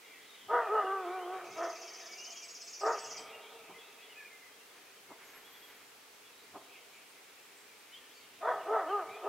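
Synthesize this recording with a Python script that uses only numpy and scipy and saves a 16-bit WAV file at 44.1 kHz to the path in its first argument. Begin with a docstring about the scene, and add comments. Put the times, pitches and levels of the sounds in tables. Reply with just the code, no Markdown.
"""Dawn on a meadow at a forest edge. Thrushes whistle deep in the wood, over still air and the hiss of a
nearly mono microphone. Some way off an animal, probably a dog, barks hoarsely and trails into a wavering
howl; the trees throw it back in a long echo. A warbler trills across two more barks, then a grazing
bison grunts softly now and then. In the lull come soft swells of hiss, probably the bison breathing out;
a tiny bird sings very high and faint chirps come and go, until four last barks close the scene."""
import sys
import numpy as np
from scipy import signal
from scipy.fft import rfft, irfft
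from scipy.io import wavfile
from scipy.ndimage import uniform_filter1d

SR = 44100
rng = np.random.default_rng(int(sys.argv[2]) if len(sys.argv) > 2 else 0)


def to_wav(s):
    """Save 16-bit WAV."""
    ch = np.atleast_2d(s).T  # columns
    pcm = np.round(np.clip(ch, -1, 1) * 32767)  # PCM
    wavfile.write(sys.argv[1], SR, pcm.astype(np.int16))


N = 409248
TOP_HZ = 15750

# tone of the air bed: frequency_hz, level_db
AIR_SPECTRUM = [(18, -60), (30, -35), (81, -22.5), (120, -19.5), (277, -7.5), (359, -10.5), (399, -4),
                (591, -10), (673, -8.5), (1020, -8.5), (1230, -7.5), (1510, -8.5), (2490, -8.5),
                (3680, -12), (15500, -21)]
# stereo width of the air bed: frequency_hz, side_gain_db
AIR_WIDTH = [(60, -14), (110, 0), (200, -5), (380, -8.5), (700, -3), (1290, -4), (2380, -3.5), (4400, -1.5),
             (8120, -1), (15000, 1.5)]
# swells of the low rumble: centre_s, half_width_s, level_db
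RUMBLE_SWELLS = [(0.5, 0.067, -69), (1.5, 0.1, -65.5), (2.86, 0.062, -69), (3.16, 0.16, -67),
                 (3.68, 0.084, -71.5), (5.1, 0.042, -71), (6.56, .06, -68), (8.52, 0.26, -71),
                 (9.1, 0.053, -66.5)]
# fader ride on the wash of far birds: time_s, level_db
CHORUS_RIDE = [(0.0, -56), (1.3, -54.5), (2.25, -55), (2.5, -59.5), (3.15, -53.5), (4.2, -62), (4.6, -78),
               (6.1, -73), (6.7, -58.5), (7.8, -68), (8.0, -63), (9.28, -56)]
# the clearest thrush whistles: start_s, length_s, from_hz, to_hz, level_db
THRUSH_WHISTLES = [(0.095, 0.093, 2410, 2220, -63), (0.38, 0.074, 3500, 2800, -68),
                   (0.62, 0.11, 2460, 2390, -63), (0.731, .11, 2890, 2930, -62.5),
                   (0.848, .043, 2910, 2550, -59), (1.032, .19, 2100, 2510, -61.5),
                   (1.16, 0.1, 2570, 3228, -63), (1.489, 0.13, 2050, 2402, -59.5),
                   (2.056, 0.18, 2155, 2470, -59), (2.162, 0.15, 2606, 3200, -58.5),
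                   (2.308, 0.13, 3210, 3252, -62.5), (2.321, 0.036, 2460, 2295, -58),
                   (2.409, 0.048, 2400, 2250, -60), (3.152, .12, 3230, 3162, -62.5),
                   (3.173, 0.043, 2427, 2283, -59), (3.305, 0.056, 3550, 3154, -75),
                   (3.32, .076, 2754, 2720, -59), (3.483, 0.049, 3510, 3298, -74),
                   (3.719, 0.043, 2280, 2670, -64), (3.74, .049, 2010, 2040, -60),
                   (3.782, .048, 3360, 3200, -59.5), (3.84, 0.039, 2700, 2495, -64),
                   (4.018, .041, 3260, 3320, -61.5), (4.1, .044, 2980, 2515, -60),
                   (4.157, 0.062, 2520, 2270, -54), (4.167, 0.079, 1770, 1640, -57),
                   (4.246, 0.04, 2450, 2230, -56.5), (4.31, .065, 2120, 2070, -61),
                   (4.411, 0.069, 2095, 2003, -62.5), (5.072, 0.078, 2190, 2015, -64),
                   (6.231, 0.074, 3390, 3430, -66.5), (6.713, 0.069, 2670, 2080, -63),
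                   (7.65, .14, 2560, 2006, -69.5), (7.92, .07, 2875, 3440, -57),
                   (8.591, .039, 3097, 2370, -61), (8.881, 0.063, 3064, 2690, -58),
                   (9.069, 0.13, 2215, 2528, -57.5)]
# fainter runs of thrush notes: start_s, end_s, pitch_hz, spread_octaves, level_db
THRUSH_PHRASES = [(3.1, 4.1, 2335, .22, -67), (4.503, 5.0, 3008, 0.27, -70),
                  (5.439, 5.66, 3280, 0.0152, -64)]
# the clearest chirps of small birds: start_s, length_s, from_hz, to_hz, level_db
BIRD_CHIRPS = [(0.238, .18, 3890, 3600, -65.5), (5.234, 0.071, 7020, 6200, -71),
               (6.31, 0.17, 3690, 4480, -71), (7.537, 0.083, 7700, 7800, -71),
               (7.923, .044, 4200, 3040, -61), (8.131, .08, 4700, 4580, -65.5),
               (8.41, 0.17, 3430, 3307, -65)]
# bands of the forest's reverb: centre_hz, t60_s, level_db
FOREST_REVERB = [(261, 2.3, -17), (449, 4, -12.5), (768, 3.1, -12), (1240, 2.9, -12.5), (2600, 1.2, -8.5),
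                 (6150, 0.27, -5.5), (13100, .4, -8)]
# one row a bark: start_s, rise_s, fall_s, loud_half_width_s, mouth_lag_s, edge_pitch_hz, top_pitch_hz,
# fundamental_db, throat_db, mouth_db, roughness (0-1)
DOG_BARKS = [(0.48, 0.075, 0.14, 0.058, 0.0047, 391.7, 486.5, -33.5, -30, -31, 0.31),
             (0.68, 0.064, 0.093, 0.059, 0.033, 372.6, 440.1, -33.5, -33.5, -30.5, 0.19),
             (1.553, 0.0722, .12, .064, 0.002, 311.7, 340.8, -42.5, -38, -42, 0.6),
             (2.802, .075, 0.11, 0.054, .003, 384, 457.1, -33.5, -32.5, -34, 0.62),
             (8.403, .088, 0.13, 0.052, .001, 334.9, 486.5, -39, -31.5, -36, 0.74),
             (8.648, .082, .118, 0.052, 0.031, 290.3, 451, -33, -31, -35, 0.37),
             (8.85, 0.093, .108, 0.059, 0.0042, 278.2, 414, -37, -36, -35.5, 0.04),
             (9.215, 0.076, .1, 0.064, .004, 333, 431, -36, -37, -45, 0.7)]
# resonances of the dog's voice: centre_hz, width_hz, gain_db
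DOG_THROAT = [(451, 87, 1.5), (673.6, 37, 11), (750, 92, 13), (966, 120, 3.5), (1254, 76, 25.5),
              (1470, 150, 12.5), (1765, 250, 9.5)]
# the howl that the second bark trails into: time_s, pitch_hz, level_db, mouth_db
DOG_HOWL = [(0.83, 380.9, -33, -50), (0.858, 377.3, -39.5, -39.5), (0.926, 393.7, -39, -33),
            (1.02, 372.7, -43, -43.5), (1.06, 345, -40.5, -56), (1.15, 378.8, -41.5, -43),
            (1.254, 350, -43, -59), (1.34, 381.7, -40.5, -46), (1.41, 352, -55.5, -47),
            (1.432, 359.4, -51, -58), (1.5, 341.7, -55, -56)]
# the howl clears, then cracks as the air runs out: time_s, roughness (0-1)
HOWL_ROUGHNESS = [(0.83, 0.61), (0.88, 0.14), (0.95, .04), (1.33, 0.09), (1.42, 0.7)]
# slaps off the banks of trees: delay_s, level_db
TREE_SLAPS = [(0.202, -27.5), (.48, -24.5), (.66, -27.5), (.82, -32.5)]
# the bison's grunts: time_s, level_db
BISON_GRUNTS = [(3.199, -48), (3.698, -44), (5.105, -42), (6.549, -39)]
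# resonances of a grunt: centre_hz, width_hz, gain_db
BISON_MUZZLE = [(375, 73, 7), (736, 340, 2.5), (1056, 250, 3.5)]
# soft, breathy swells of hiss: start_s, length_s, level_db
BREATHY_HISSES = [(4.693, .22, -65.5), (5.18, 0.65, -61.5)]
# melody of the tiny bird: time_s, pitch_hz
TINY_BIRD_MELODY = [(5.2, 10600), (5.25, 11600), (5.31, 12200), (5.38, 11450), (5.46, 12200), (5.52, 13300),
                    (5.58, 12000), (5.715, 12400), (5.79, 12000)]


def undb(db):
    """Decibels to gain."""
    return 10 ** (np.asarray(db) / 20)


def times():
    """The time of every sample."""
    return np.arange(N) / SR


def curves(table):
    """One automation curve for each column after time_s."""
    time_s, *columns = np.transpose(table)
    return [np.interp(times(), time_s, column) for column in columns]


def unit(x):
    """Scale to rms 1."""
    return x / np.sqrt(np.mean(x ** 2) + 1e-20)


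def wander(rate_hz):
    """Random drift that turns rate_hz times a second; rms 1."""
    points = rng.standard_normal(N // 8)
    return unit(np.interp(times() * rate_hz, np.arange(len(points)), points))


def bell(t, centre_s, half_s, steep=2):
    """A smooth swell from 0 to 1 and back."""
    return np.exp(-np.abs((t - centre_s) / half_s) ** steep)


def colour(x, points):
    """EQ through points of frequency_hz, gain_db on a log-frequency axis."""
    hz, db = np.transpose(points)
    bins_hz = np.fft.rfftfreq(N, 1 / SR)
    return irfft(rfft(x) * undb(np.interp(np.log(bins_hz + 1e-3), np.log(hz), db)), N)


def band(x, lo_hz, hi_hz, order=4):
    """Band-pass filter."""
    return signal.sosfilt(signal.butter(order, [lo_hz, hi_hz], "band", fs=SR, output="sos"), x + 1e-18)


def resonate(x, modes):
    """Ring parallel resonances: centre_hz, width_hz, gain_db."""
    return sum(undb(db) * signal.lfilter(*signal.iirpeak(hz, hz / width, fs=SR), x + 1e-18)
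               for hz, width, db in modes)


def add(out, start_s, sound):
    """Mix a sound in at a time."""
    i = max(int(start_s * SR), 0)
    out[i:i + len(sound)] += sound[:max(N - i, 0)]


def stereo(mid, side):
    """Mid and side to left and right."""
    return np.array([mid + side, mid - side])


def glide(length_s, from_hz, to_hz, waver, arch=0):
    """One whistled note that swells, slides along an arch and fades; rms near 1."""
    progress = np.linspace(0, 1, int(length_s * SR))
    bends = np.interp(progress, np.linspace(0, 1, 12), rng.standard_normal(size=12))
    swell = np.sin(np.pi * progress)
    hz = (from_hz + (to_hz - from_hz) * progress) * (1 + waver * bends + arch * (swell - 2 / np.pi))
    return 2 * swell * np.sin(2 * np.pi * np.cumsum(hz) / SR)


def smear(t60_s, build_s):
    """The dense answer of nearby trunks to a click; energy 1."""
    t = np.arange(SR // 2) / SR
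    answer = rng.standard_normal(len(t)) * undb(-60 * t / t60_s) * (1 - np.exp(-t / build_s))
    return answer / np.linalg.norm(answer)


def trunks(x, direct_db, scatter_db, t60_s):
    """Blend a sound with its smear among the trunks."""
    return undb(direct_db) * x + undb(scatter_db) * signal.fftconvolve(x, smear(t60_s, 0.0012))[:N]


def still_air(hiss_db=-59, rumble_db=-3, rumble_width=0.14, drone_db=-74):
    """The bed: even hiss, a restless low rumble and a faint far drone in the trees."""
    mid, side = (unit(colour(rng.standard_normal(N), AIR_SPECTRUM)) for _ in range(2))
    hiss = colour(stereo(mid, colour(side, AIR_WIDTH)), [(70, 1.5), (160, -5.5), (300, 0)])
    rumble_eq = [(15, -35), (40, -51), (90, -9.5), (190, -5), (300, -4), (600, -44), (3000, -80)]
    mid, side = unit(colour(rng.standard_normal((2, N)), rumble_eq))
    ride = undb(-81) + sum(undb(db) * bell(times(), s, half_s) for s, half_s, db in RUMBLE_SWELLS)
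    rumble = ride * undb(rumble_db + 2 * wander(12)) * stereo(mid, rumble_width * side)
    drone = undb(drone_db + 2.5 * wander(5)) * unit(band(rng.standard_normal(N), 381, 500, order=2))
    return undb(hiss_db) * hiss + rumble + drone


def far_chorus(trim_db=-6, count=450):
    """A wash of whistles from birds too far off to tell apart."""
    out = np.zeros(N)
    for when, length, pitch, slide, loudness in rng.random((count, 5)):
        hz = 2000 * 1.8 ** pitch
        note = glide(.04 + .07 * length, hz, hz * (.75 + .5 * slide), waver=.07)
        add(out, when * N / SR, undb(6 * loudness - 7 * pitch) * note)
    return unit(out) * undb(curves(CHORUS_RIDE)[0] + trim_db)


def thrushes(note_gap_s=.088, note_s=0.0602):
    """Fluty, arched slides, singly and in quick runs."""
    out = np.zeros(N)
    notes = list(THRUSH_WHISTLES)
    for start_s, end_s, centre_hz, spread, db in THRUSH_PHRASES:
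        onsets = np.arange(start_s, end_s, note_gap_s)
        for onset_s, (pitch, slide) in zip(onsets, rng.uniform(-1, 1, size=(16, 2))):
            hz = centre_hz * 2 ** (spread * pitch)
            notes.append((onset_s, note_s, hz, hz * 2 ** (spread * slide / 2), db))
    for start_s, length_s, from_hz, to_hz, db in notes:
        # short notes and falling notes curl over the top
        arch = .08 * (length_s < .065) + .5 * max(np.log(from_hz / to_hz), 0)
        note = glide(length_s + 0.017, from_hz, to_hz, waver=0.0132, arch=arch)
        add(out, start_s - .01, undb(db) * note)
    return out


def small_birds():
    """Chirps above the thrushes, made buzzy by a fast pitch waver."""
    out = np.zeros(N)
    for start_s, length_s, from_hz, to_hz, db in BIRD_CHIRPS:
        add(out, start_s, undb(db) * glide(length_s, from_hz, to_hz, waver=0.0647))
    return out


def forest(x, width=0.062, build_s=0.016):
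    """The wood answers with a long, narrow reverb; the lows outlast the highs."""
    t = np.arange(3 * SR) / SR
    centres = np.array([row[0] for row in FOREST_REVERB])
    edges = [150, *np.sqrt(centres[1:] * centres[:-1]), TOP_HZ]
    tails = np.zeros((2, len(t)))
    for (_, t60_s, db), lo_hz, hi_hz in zip(FOREST_REVERB, edges, edges[1:]):
        fade = undb(-60 * t / t60_s) * (1 - np.exp(-t / build_s))
        tails += undb(db) * band(rng.standard_normal(tails.shape), lo_hz, hi_hz) * fade / np.linalg.norm(fade)
    mid, side = (signal.fftconvolve(x, tail)[:N] for tail in tails)
    return stereo(mid, width * side)


def dog_controls(sink_db=(15, 11.5, 12.5), edge_rough=0.31, attack_s=0.033, release_s=0.065):
    """Pitch, three band levels, roughness and gate. A bark is loudest and clearest atop its pitch arch."""
    t = times()
    hz, howl_db, mouth_db = curves(DOG_HOWL)
    controls = np.array([hz, howl_db - 1.5, howl_db - 3, mouth_db - 2, curves(HOWL_ROUGHNESS)[0]])
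    gate = 1. * ((t >= DOG_HOWL[0][0]) & (t < DOG_HOWL[-1][0]))
    for start_s, rise_s, fall_s, half_s, lag_s, edge_hz, top_hz, *peaks_db, rough in DOG_BARKS:
        now = (t >= start_s) & (t < start_s + rise_s + fall_s)
        age_s = t[now] - start_s
        arch = np.sin(np.interp(age_s, [0, rise_s, rise_s + fall_s], [0, np.pi / 2, np.pi])) ** 1.05
        pitch_hz = edge_hz + (top_hz - edge_hz) * arch
        # the mouth opens late: the fundamental peaks first, then the throat and mouth bands
        slack = [1 - bell(age_s, rise_s + late_s, half_s, 1.96) for late_s in (0, 0.92 * lag_s, lag_s)]
        levels_db = [peak - sink * amount for peak, sink, amount in zip(peaks_db, sink_db, slack)]
        controls[:, now] = [pitch_hz, *levels_db, rough + edge_rough * slack[0]]
        gate[now] = 1
    # the voice builds after each silence and dies away when it stops
    attack = np.roll(uniform_filter1d(gate, int(attack_s * SR)), int(attack_s * SR / 2))
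    release = uniform_filter1d(gate, int(release_s * SR))
    return *uniform_filter1d(controls, size=640), np.minimum(attack, release)


def dog(jitter=0.0347, doubling=0.29, rasp_db=-31):
    """Barks and howl: vocal folds ring the throat. When hoarse, cycles go uneven and air rasps through."""
    hz, low_db, throat_db, mouth_db, rough, gate = dog_controls()
    rough = np.clip(rough, 0, 1)
    phase = 2 * np.pi * np.cumsum(hz * (1 + (0.0036 + jitter * rough) * wander(260))) / SR
    folds = sum(np.cos(k * phase) for k in range(1, 7))
    # every other cycle weakens, which puts a growl between the harmonics
    growl = sum(np.cos((k + .5) * phase + wander(60)) for k in range(1, 5))
    # the folds close softly, so only the first three harmonics are strong
    tone = colour(folds + rough * doubling * growl, [(1350, 0), (1650, -11), (2200, -22)])
    breath = unit(band(rng.standard_normal(N), 450, 3270, order=2)) * (1 + 1.5 * np.cos(phase))
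    voice = resonate(tone + 2 * rough * breath, DOG_THROAT)
    rasp_eq = [(1500, -21), (2200, -90), (3500, 61), (5500, 47), (9000, 6), (15000, -40)]
    out = undb(mouth_db + rasp_db) * rough * unit(colour(rng.standard_normal(N), rasp_eq))
    # the jaw shifts the weight between the fundamental, the throat and the mouth
    for lo_hz, hi_hz, db in ((301, 572, low_db), (572, 1020, throat_db), (1000, 1964, mouth_db)):
        part = band(voice, lo_hz, hi_hz, order=5)
        running_rms = np.sqrt(uniform_filter1d(part ** 2, SR // 30) + 1e-12)
        out += undb(db) * part / running_rms
    return out * gate


def tree_slaps(x):
    """Separate, dull echoes off the banks of trees."""
    out = np.zeros(N)
    dull = band(x, 430, 850, order=2)
    for delay_s, db in TREE_SLAPS:
        add(out, delay_s, undb(db) * dull)
    return out


def warbler(start_s=1.45, gap_s=.06023, slowing_s=.000076, count=29, steady_count=14, width=0.35):
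    """A trill that slows a little; each note is a downward sweep, a quick flick and a pip."""
    steady_hz, round_hz = 6180, (6630, 5880, 7860)  # the pips hold one pitch, then go round three
    out = np.zeros((2, N))
    for k, chance in enumerate(rng.standard_normal(count)):
        age_s = k * (gap_s + slowing_s * (k - 1) / 2)
        # louder quickly at first, then steadily
        db = -43.5 + 3.1 * age_s - 6.5 * np.exp(-age_s / 0.12) + .7 * chance
        steady = k < steady_count
        pip_hz = steady_hz if steady else round_hz[(k - steady_count) % len(round_hz)]
        trim_db = -5 * (pip_hz > 7500)
        sweep = glide(.022, 7300, 3950, waver=.02, arch=-.06)
        flick = glide(0.0116, min(1.27 * pip_hz, 8800), .9 * pip_hz, waver=0.017)
        pip = glide(0.0163, 1.02 * pip_hz, .98 * pip_hz, waver=0.012)
        note = np.zeros(SR // 10)
        add(note, 0, undb(-9) * sweep)
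        add(note, .016, undb(-14 + trim_db - 10 * steady) * flick)
        add(note, .025, undb(-12 + trim_db) * pip)
        # the bird turns its head, so every note scatters differently
        mid, side = (signal.fftconvolve(note, smear(0.11, 0.007)[:SR // 8]) for _ in range(2))
        add(mid, 0, undb(-7.5) * note)  # the direct sound
        for ear, sound in zip(out, stereo(mid, width * side)):
            add(ear, start_s + age_s - .008, undb(db) * sound)
    return out


def bison(rate_hz=105, length_s=0.062, trim_db=-7, breath=0.155):
    """Each grunt is a few slow, breathy beats of a big larynx ringing the muzzle."""
    cycles = np.cumsum(rate_hz * (1 + 0.14 * wander(90))) / SR
    beats = np.diff(np.floor(cycles), prepend=0)
    muzzle = resonate(beats + breath * rng.standard_normal(N), BISON_MUZZLE)
    swell = sum(undb(db) * bell(times(), time_s + .012, length_s / 3) for time_s, db in BISON_GRUNTS)
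    return undb(trim_db) * swell * unit(band(muzzle, 140, 1100, order=3))


def breathy_hisses():
    """Soft swells of hiss with a light flutter, probably the bison breathing out."""
    t = times()
    gate = sum(undb(db) * ((t > s) & (t < s + length_s)) for s, length_s, db in BREATHY_HISSES)
    hiss_eq = [(150, -10.5), (350, 2), (1300, 3), (2200, 6), (4000, -8), (12000, -39)]
    hiss = unit(colour(rng.standard_normal(N), hiss_eq))
    return uniform_filter1d(gate, SR // 20) * hiss * undb(2.2 * wander(30))


def tiny_bird(level_db=-59, fade_s=0.098, flutter_db=5.5):
    """A thin, wavering whistle near the top of hearing."""
    t = times()
    hz, = curves(TINY_BIRD_MELODY)
    start_s, end_s = TINY_BIRD_MELODY[0][0], TINY_BIRD_MELODY[-1][0]
    fade = np.clip(np.minimum(t - start_s, end_s - t) / fade_s, 0, 1)
    gain = fade * undb(level_db + flutter_db * wander(30))
    return gain * np.sin(2 * np.pi * np.cumsum(hz * (1 + 0.01 * wander(90))) / SR)


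def twitter(from_s=5.2, to_s=8.2, low_hz=6000, high_hz=8800, length_s=.09, level_db=-75, count=7):
    """Faint, high chirps sprinkled through the lull between the barks."""
    out = np.zeros(N)
    for when, pitch, slide in rng.random((count, 3)):
        hz = low_hz + pitch * (high_hz - low_hz)
        chirp = glide(length_s, hz, hz * (.9 + .2 * slide), waver=.05)
        add(out, from_s + when * (to_s - from_s), chirp)
    return undb(level_db) * out


def scene(call_width=0.076):
    """The mix: all callers sit dead centre; the deeper in the trees, the more smeared."""
    calls = dog() + trunks(bison(), direct_db=-1.5, scatter_db=-11, t60_s=1.0)
    animals = trunks(calls, direct_db=0, scatter_db=-13, t60_s=.3)
    side = call_width * signal.fftconvolve(calls, smear(0.04, 0.0011))[:N]
    trill = warbler()
    birds = trunks(thrushes() + small_birds() + twitter(), direct_db=-.6, scatter_db=-6, t60_s=.3)
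    birds += trunks(far_chorus(), direct_db=-4, scatter_db=0, t60_s=.5)
    birds += trunks(tiny_bird(), direct_db=-5, scatter_db=-11, t60_s=0.34)
    mid = animals + birds + breathy_hisses()
    echoes = tree_slaps(animals) + forest(mid + trill.mean(axis=0))
    return stereo(mid, side) + trill + echoes + still_air()


def record(dry):
    """A steep low-pass takes off the very top."""
    return signal.sosfilt(signal.ellip(10, .2, 70, TOP_HZ, fs=SR, output="sos"), dry)


dry = scene()
out = record(dry)
to_wav(out)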